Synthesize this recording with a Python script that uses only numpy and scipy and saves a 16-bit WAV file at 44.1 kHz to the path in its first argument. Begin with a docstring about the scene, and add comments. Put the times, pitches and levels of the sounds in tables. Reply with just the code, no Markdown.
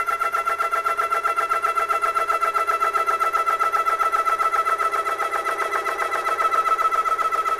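"""A gear whine comes first, with rattling teeth: a small geared air compressor runs on a wooden table, heard
from a microphone on a man who shifts behind it. A 9-tooth pinion drives an 88-tooth crank wheel: sines locked to
the teeth whine on both loaded strokes. In the slack between them, noise and knocks ring the casing and housing.
Shaft tones, hissing air and a steady fan lie beneath. Most flaws return every turn, and the crank slows as
the pressure builds."""
import sys
import numpy as np
from scipy import signal
from scipy.fft import rfft, irfft, next_fast_len
from scipy.io import wavfile
from scipy.ndimage import map_coordinates

SR = 44100
rng = np.random.default_rng(int(sys.argv[2]) if len(sys.argv) > 2 else 0)


def elevation(decibels):
    """Turn decibel levels (scalar or array-like) into linear amplitude ratios."""
    levels = np.asarray(decibels, float)
    return 10 ** (levels / 20)


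def wav_out(sig):
    """Save sig, one row per channel (or a flat mono array), as 16-bit PCM at SR to the path in sys.argv[1]."""
    wavfile.write(sys.argv[1], SR, np.round(np.clip(np.atleast_2d(sig).T, -1, 1) * 32767).astype(np.int16))


N = 334719  # samples

# upper mesh overtones, before band changes and flicker:
# (multiple of tooth rate, return stroke level/dB, teeth engaging level/dB, full compression level/dB)
OVERTONES = [(4, -43, -51, -42), (5, -49, -55, -50), (6, -56, -58, -48), (7, -65, -66, -59),
             (8, -63, -68, -57), (9, -63, -60, -54), (10, -62, -67, -57), (11, -67, -78, -61),
             (12, -70, -69, -66), (13, -60, -60, -62), (14, -59, -63, -63), (15, -60, -59, -63),
             (16, -64, -59, -61), (17, -65, -62, -63), (18, -62, -62, -60), (19, -69, -69, -68),
             (20, -84, -71, -73), (21, -84, -78, -77), (22, -87, -88, -87)]
# resonances of the casing and of the housing, relative levels: (f/Hz, width of one filter pass/Hz, level/dB)
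CASING = [(342.7, 26.2, -7), (402.6, 31, -1.5), (457.6, 56, 0), (560, 63, -6.5), (658.2, 67.5, 1.5)]
HOUSING_LOW = [(214, 58, -29.5), (805, 56.5, 1.5), (1062, 131, -3.5), (1257.6, 95, 8), (1376, 190, -0.5)]
HOUSING_HIGH = [(1569, 99, 2), (1807, 71, 0.5), (1977, 51, 0.5), (2320, 75, -12.5)]
# tone colour of the escaping air and of the fan, relative levels: (f/Hz, level/dB)
HISS_COLOUR = [(1290, -24.5), (2200, 0), (2490, -10.5), (2720, -6.5), (2910, -14.5), (3340, -8.5),
               (3750, -15), (4000, -13.5), (4990, -15.5), (5370, -13), (7700, -15.5), (11200, -7),
               (15600, -21.5)]
FAN_COLOUR = [(25, -21.5), (120, -35.5), (270, -27), (400, -21.5), (700, -27), (1000, -17), (1500, -20),
              (2100, -22.5), (2600, -42), (3300, -62)]

TEETH, PINION = 88, 9  # teeth on the crank wheel and on the pinion
STEPS = 5800  # points stored round one crank turn
START_TURNS, SPEED, SLOWS = 1.21607, 7.73684, .0436165  # turns; turns per s; turns per s lost each second
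EASE_S, EASE = 4.2134, .4567  # from this time (s) the slowing eases by this share
FILL_FROM, FILL_TURNS = 4, 48  # pressure builds from this turn, over this many turns

# Round one crank turn: slack 0-.18, return stroke .18-.5, idle .5-.72, compression .72-1.
# how the mesh speed sags under load: (angle/turns, change at low pressure/%, change at high pressure/%)
SAG = [(0, -3.5, -3), (.04, 1.5, .3), (.1, -3.5, -1.6), (.15, -3, 2.5), (.2, -.6, .1), (.28, -.1, .1),
       (.4, -.7, -1.5), (.62, -1.9, -1.8), (.68, -.5, -2.5), (.77, 2.5, 2.4), (.86, 1.5, 1.8)]
# shapes of whine, rattle, hiss and hum round the turn; each use sets its own depth and overall level:
# (angle/turns, low pressure level/dB, high pressure level/dB)
WHINE_TURN = [(0, -20, -17.5), (.03, -24, -23), (.09, -26, -18), (.17, -21.5, -20), (.235, -17.5, -19),
              (.34, -22, -16.5), (.48, -25, -21.5), (.51, -33, -34), (.53, -40, -31), (.62, -35, -39.5),
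              (.72, -33.5, -31.5), (.81, -27.5, -25), (.875, -22.5, -22.5), (.93, -15.5, -19),
              (.965, -17.5, -15)]
RATTLE_TURN = [(.002, -30, -34.5), (.018, -29.5, -25.5), (.06, -26.5, -29), (.1, -29, -35),
               (.2, -31.5, -35), (.34, -50, -44.5), (.49, -54, -39), (.56, -57, -37.5), (.76, -33, -41.5),
               (.85, -59, -46), (.985, -58, -55)]
HISS_TURN = [(0, -40, -38), (.08, -41, -44.5), (.2, -41.5, -45.5), (.27, -44.5, -47), (.45, -48.5, -44),
             (.54, -60, -50), (.62, -62, -54), (.69, -53.5, -55), (.77, -57.5, -58), (.85, -55, -53),
             (.96, -51, -50)]
HUM_TURN = [(0, -36, -27), (.045, -26.5, -34), (.1, -41, -22), (.14, -22, -32.5), (.18, -33, -35),
            (.24, -39.5, -42), (.34, -36.5, -29.5), (.45, -37.5, -36), (.55, -41.5, -29.5),
            (.67, -53.5, -34.5), (.82, -36.5, -41), (.93, -49, -36.5)]
# whine at the microphone, before a small overall cut: (t/s, compression level/dB, return stroke level/dB)
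WHINE_LEVEL = [(0, -21.5, -22), (1.4, -19.5, -21.5), (4.2, -19, -20.5), (4.6, -20.5, -19.5),
               (4.9, -22.5, -21.5), (5.2, -24, -27), (6.0, -25.5, -30), (6.2, -24, -27.5), (6.45, -20, -20),
               (6.8, -20.5, -19), (7.2, -21, -22), (7.59, -22, -22.5)]
# where the man stands: (t/s, stepped behind the box/0-1, turned aside/0-1)
STANCE = [(4.5, 0.3, 0), (5.2, 0.18, 0.04), (5.6, 0.6, 0), (6.0, 0.6, 0.03), (6.2, 0.6, 0.05),
          (6.45, 0.36, 0.2), (6.8, 0.14, 0.8), (7.2, 0, 1), (7.59, 0, 1)]
GROWS_S = 0.27  # time constant (s) with which levels settle at the start

# each layer: (base level/dB, then changes/dB: at full pressure, at the start, man behind the box, turned aside)
TOOTH = (-37, -0.3, -2.5, -3, -8)
THIRD_PUSH = (-43.5, 8, -3, 2.5, -2.5)
THIRD_RETURN = (-33.5, -4, 3.5, 4.5, -3)
HUM = (-41, 2.5, -4, 2, -2.5)
LOW_RATTLE = (-36.5, 6, -5, 2.5, -6)
HIGH_RATTLE = (-41.5, 2, 1, 6, -4)
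CLACK = (-8, -2, -6, 8.5, -5)
DULL = (-45, 1.5, -1.1, 1.4, -0.5)
BRIGHT = (-53, -0.5, -0.5, 0.5, -1.5)
# the same columns, but the base is added to other levels: fifth overtone, shaft tones within the casing's range
FIFTH = (0.47, 2.1, -2.2, -0.42, -0.76)
SHAFT_HUM = (0, 2.5, -5, 4, -4.5)

LAG_BEHIND, LAG_ASIDE = -0.026, 0.0094  # turns by which the whine's strokes come later with the stance
BITE, BITE_LATER, BITE_DB = .15, 0.0472, 11.5  # teeth bite: angle, delay at full pressure (turns), jump (dB)
# fourth and sixth overtone; only the rise and fall is used, enlarged: (t/s, fourth level/dB, sixth level/dB)
EVEN_OVERTONES = [(0, -47, -59), (1.7, -44.5, -56), (2.4, -45.5, -53.5), (4.4, -47.5, -54.5),
                  (5.4, -48.5, -55), (6.7, -46.5, -52), (7.1, -50, -58), (7.59, -46, -54)]
# steady tones locked to motor and crank: (cycles per crank turn); the last, 86, is the tooth tone running a
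# little slow, held by the casing
SHAFT_ORDERS = [88 / 9, 15, 88 / 3, 46, 50, 54, 59, 73, 86]
# their levels before swell and waver: (level/dB)
SHAFT_DB = [-60, -64, -69, -55.5, -51, -42, -54.5, -51, -44]


def unit(x):
    """Bring to an rms (average strength) of 1."""
    return x / np.sqrt(np.mean(x ** 2) + 1e-20)


def curves(rows):
    """One value per sample for each column after the time."""
    s, *cols = np.transpose(rows)
    return [np.interp(np.arange(N) / SR, s, c) for c in cols]


def filtered(x, response):
    """Filter x by a complex response of frequency."""
    m = next_fast_len(N + 8192)
    return irfft(rfft(x, m) * response(np.fft.rfftfreq(m, 1 / SR)), m)[:N]


def colour(points):
    """Gain through (f/Hz, level/dB) points on a log frequency axis."""
    f, db = np.transpose(points)
    return lambda hz: elevation(np.interp(np.log(hz + 1), np.log(f + 1), db))


def modes(table):
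    """Resonances with steep skirts: a sum of modes with alternating signs, applied twice."""
    def response(f):
        total = 0
        for k, (centre, width, db) in enumerate(table):
            damping = 1j * f * width
            total = total + (-1) ** k * elevation(db / 2) * damping / (centre ** 2 - f ** 2 + damping)
        return total ** 2
    return response


def ringing(x, table):
    """x through resonances that pass white noise at its own level."""
    response = modes(table)
    return filtered(x, response) / np.sqrt(np.mean(abs(response(np.fft.rfftfreq(SR, 1 / SR))) ** 2))


def wobble(position):
    """A smooth random curve, one knot per unit of position."""
    return map_coordinates(rng.standard_normal(int(position.max()) + 4), [position])


def lobe(crank, centre, width):
    """A swell around one crank angle, both settings in turns."""
    return np.exp(-((crank % 1 - centre) / width) ** 4)


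def turns():
    """Crank turns at every sample: the speed falls steadily, later more slowly."""
    t = np.arange(N) / SR
    eased = EASE * np.maximum(t - EASE_S, 0) ** 2
    return START_TURNS + SPEED * t - SLOWS / 2 * (t ** 2 - eased)


def pressure(crank):
    """Tank pressure 0-1, growing with the turns made."""
    return np.clip((crank - FILL_FROM) / FILL_TURNS, 0, 1)


def heard(layer, crank):
    """Level in dB of a layer, from pressure, settling and the man's stance."""
    db, full_db, start_db, behind_db, aside_db = layer
    behind, aside = curves(STANCE)
    settling = np.exp(-np.arange(N) / SR / GROWS_S)
    return (db + full_db * pressure(crank) + start_db * settling
            + behind_db * behind + aside_db * aside)


def by_angle(table, angle):
    """The low and the high pressure column of a table read round the crank."""
    at, *cols = np.transpose(table)
    return [np.interp(angle % 1, at, c, period=1) for c in cols]


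def rising(table, crank):
    """The two columns blended as the pressure builds."""
    low, high = by_angle(table, crank)
    return low + pressure(crank) * (high - low)


def flaws(crank, memory_turns, fresh):
    """Noise that repeats every turn, wears into a new pattern over some turns, plus a share that never repeats."""
    age = crank / memory_turns
    phases = rng.random((int(age.max()) + 2, STEPS // 2 + 1))
    patterns = unit(irfft(np.exp(2j * np.pi * phases), STEPS))
    old = age.astype(int)
    step = (crank % 1 * STEPS).astype(int)
    fade = age % 1 * np.pi / 2
    kept = np.cos(fade) * patterns[old, step] + np.sin(fade) * patterns[old + 1, step]
    fresh = np.clip(fresh, 0, 1)
    return np.sqrt(1 - fresh) * kept + np.sqrt(fresh) * rng.standard_normal(N)


def tooth_phase(crank):
    """Teeth passed: speed sags under load and what is lost is made up in the slack."""
    grid = np.arange(STEPS) / STEPS
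    slack = np.clip(grid / .12, 0, 1)
    lags = [np.cumsum(sag) / 100 / STEPS for sag in by_angle(SAG, grid)]
    low, high = [np.interp(crank % 1, grid, lag - lag[-1] * slack) for lag in lags]
    return TEETH * (crank + low + pressure(crank) * (high - low))


def mesh(crank):
    """Gear whine: sines at multiples of the tooth rate, loud while the teeth carry load."""
    t = np.arange(N) / SR
    phase = 2 * np.pi * tooth_phase(crank) + 0.0074 * wobble(300 * t)
    back = lobe(crank, centre=0.24, width=0.43)  # 1 on the return stroke
    load_db = whine_load(crank)
    push_db, return_db = curves(WHINE_LEVEL)
    whine_db = back * return_db + (1 - back) * push_db - 1.5
    sound = elevation(whine_db) * unit(elevation(load_db) * np.sin(2 * phase))  # the main whine is twice the tooth rate

    tooth_db = 0.74 * rising(HUM_TURN, crank) + 0.14 * load_db
    sound += elevation(heard(TOOTH, crank)) * unit(elevation(tooth_db) * np.sin(phase + 1.5))

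    third_db = 0.53 * load_db + 9.7 * lobe(crank, centre=0.853, width=0.084)
    third_db -= 3.4 * lobe(crank, centre=0.96, width=0.032)
    third = elevation(third_db) * np.sin(3 * phase + 2.3)
    third_level_db = back * heard(THIRD_RETURN, crank) + (1 - back) * heard(THIRD_PUSH, crank)
    sound += elevation(third_level_db) * unit(third)
    return sound + overtones(crank, phase)


def whine_load(crank):
    """How load shapes the whine round each turn, in dB: it drops while the teeth are apart."""
    behind, aside = curves(STANCE)
    angle = crank - LAG_BEHIND * behind - LAG_ASIDE * aside
    bite = BITE + BITE_LATER * pressure(crank)
    apart = np.clip((bite - angle % 1) / 0.0081, 0, 1) * np.clip(angle % 1 / 0.11, 0, 1)
    load_db = rising(WHINE_TURN, angle) - BITE_DB * apart
    load_db += 4 * aside ** 2 * lobe(crank, centre=0.823, width=0.035)
    load_db += 0.32 * np.sin(2 * np.pi * crank * TEETH / PINION)  # the pinion is slightly off centre
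    return load_db - 6 * lobe(crank, centre=0.068, width=0.052)  # teeth apart


def overtones(crank, phase):
    """Upper mesh overtones, which flicker as single teeth touch."""
    t = np.arange(N) / SR
    engage = 1.2 * np.exp(-((crank % 1 - .785) / 0.061) ** 2)
    full = lobe(crank, centre=0.925, width=0.064)
    idle = elevation(-12) * lobe(crank, centre=0.584, width=0.089)  # the teeth still touch lightly
    # on the return stroke the highest overtones fade first
    long_return = lobe(crank, centre=.33, width=.16)
    short_return = lobe(crank, centre=.26, width=.11)

    fourth_db, sixth_db = [1.6 * (db - db.mean()) for db in curves(EVEN_OVERTONES)]
    dull_db, bright_db = [heard(layer, crank) - layer[0] for layer in (DULL, BRIGHT)]
    bands_db = [fourth_db + 2.0, heard(FIFTH, crank), sixth_db + 1.0, dull_db, bright_db]
    sound = 0
    for k, *stroke_db in OVERTONES:
        band_db = bands_db[(k > 4) + (k > 5) + (k > 6) + (k > 11)]
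        flicker_db = 0.53 * min(k, 14.5)  # a fixed lift that goes with the flicker
        flicker_db = flicker_db + (1.44 + 1.5 * (k > 6)) * wobble(60 * t)
        flicker_db += (0.61 + 1.3 * (k > 6)) * wobble(0.81 * t)
        strokes = [long_return if k < 6.5 else short_return, engage, full + idle]
        size = sum(elevation(db) * stroke for db, stroke in zip(stroke_db, strokes))
        slip = .0038 * k ** 2 * wobble(200 * t)  # radians
        tone = np.sin(round(k) * phase + slip + 9.5 * rng.random())
        sound = sound + size * elevation(band_db + flicker_db) * tone
    return sound


def shafts(crank):
    """Tones locked to motor and crank; those in the casing's range swell with it and waver."""
    stroke_db = rising(HUM_TURN, crank)
    casing_db = heard(SHAFT_HUM, crank) + 0.63 * (stroke_db - stroke_db.mean())
    sound = 0
    for order, db in zip(SHAFT_ORDERS, SHAFT_DB):
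        swell_db = (order > TEETH / 2) * (casing_db + 2.8 * wobble(crank / 3))
        level_db = db + swell_db + 0.55 * wobble(crank)
        sound = sound + elevation(level_db) * np.sin(2 * np.pi * (order * crank + rng.random()))
    return sound


def once_a_turn(crank, angle):
    """A one-sample knock each time the crank passes an angle, a little uneven in strength."""
    passes = np.diff(np.floor(crank - angle), prepend=0) > 0
    return passes * elevation(1.7 * wobble(crank))


def housing(crank):
    """Loose teeth knock the housing and shake the casing, in much the same way every turn."""
    hum_db, low_db, high_db, clack_db = [heard(x, crank) for x in (HUM, LOW_RATTLE, HIGH_RATTLE, CLACK)]
    # the wheel runs over dead centre and hits the far flank of the pinion twice
    clack = once_a_turn(crank, .01196) + 0.57 * once_a_turn(crank, .045)
    valve = once_a_turn(crank, .27)  # a valve seats on the return stroke
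    knock = elevation(1.14 * rising(RATTLE_TURN, crank))
    hum = unit(elevation(1.23 * rising(HUM_TURN, crank)) * flaws(crank, memory_turns=18.74, fresh=0.035))
    low = unit(knock * flaws(crank, memory_turns=13.8, fresh=0.23))
    high = unit(knock * flaws(crank, memory_turns=16.5, fresh=0.12))
    hum += elevation(26.5) * clack
    low += elevation(27) * clack
    return (elevation(hum_db) * ringing(hum + elevation(34) * valve, CASING)
            + elevation(low_db) * ringing(low, HOUSING_LOW)
            + ringing(elevation(high_db) * high + elevation(clack_db) * clack, HOUSING_HIGH))


def hiss(crank):
    """Sliding seals and air through the valves: grainy noise, its strokes reshaped as the pressure builds."""
    grain = elevation(0.93 * wobble(900 * np.arange(N) / SR))
    air = filtered(grain * flaws(crank, memory_turns=3.056, fresh=0.85), colour(HISS_COLOUR))
    dull = filtered(air, lambda hz: 1 / (1 + (hz / 7700) ** 6))
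    top = filtered(air, lambda hz: 1 / (1 + (12000 / (hz + 1)) ** 8))
    middle = air - dull - top
    stroke_db = rising(HISS_TURN, crank)
    swell_db = stroke_db - stroke_db.mean()
    # the higher the hiss, the deeper it dips between strokes
    bright = elevation(.9 * swell_db) * middle + elevation(1.7 * swell_db) * top * .75
    bright_db = heard(BRIGHT, crank)
    bright_db -= 4.1 * lobe(crank, centre=0.072, width=0.11)  # the bright part dips in the slack
    return elevation(heard(DULL, crank)) * unit(elevation(0.67 * swell_db) * dull) + elevation(bright_db) * unit(bright)


def fan():
    """The cooling fan's steady rush: coloured noise."""
    return elevation(-43) * unit(filtered(rng.standard_normal(N), colour(FAN_COLOUR)))


def scene():
    """Everything on the table, one channel."""
    crank = turns()
    return (mesh(crank) + shafts(crank) + housing(crank) + hiss(crank) + fan())[None]


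def roll_off(x):
    """The treble ends steeply here."""
    return signal.sosfilt(signal.butter(12, 15710, fs=SR, output="sos"), x)


def record(dry):
    """The microphone is slightly lopsided: loud whine leaves a low thump that follows its swell."""
    def thump_band(hz):
        low_cut = 1j * hz / 14 / (1 + 1j * hz / 14)
        return low_cut / (1 + (hz / 38) ** 4)
    thump = filtered(dry[0] ** 2, thump_band)
    return roll_off(dry - elevation(-9.0) * thump)


dry = scene()
out = record(dry)
wav_out(out)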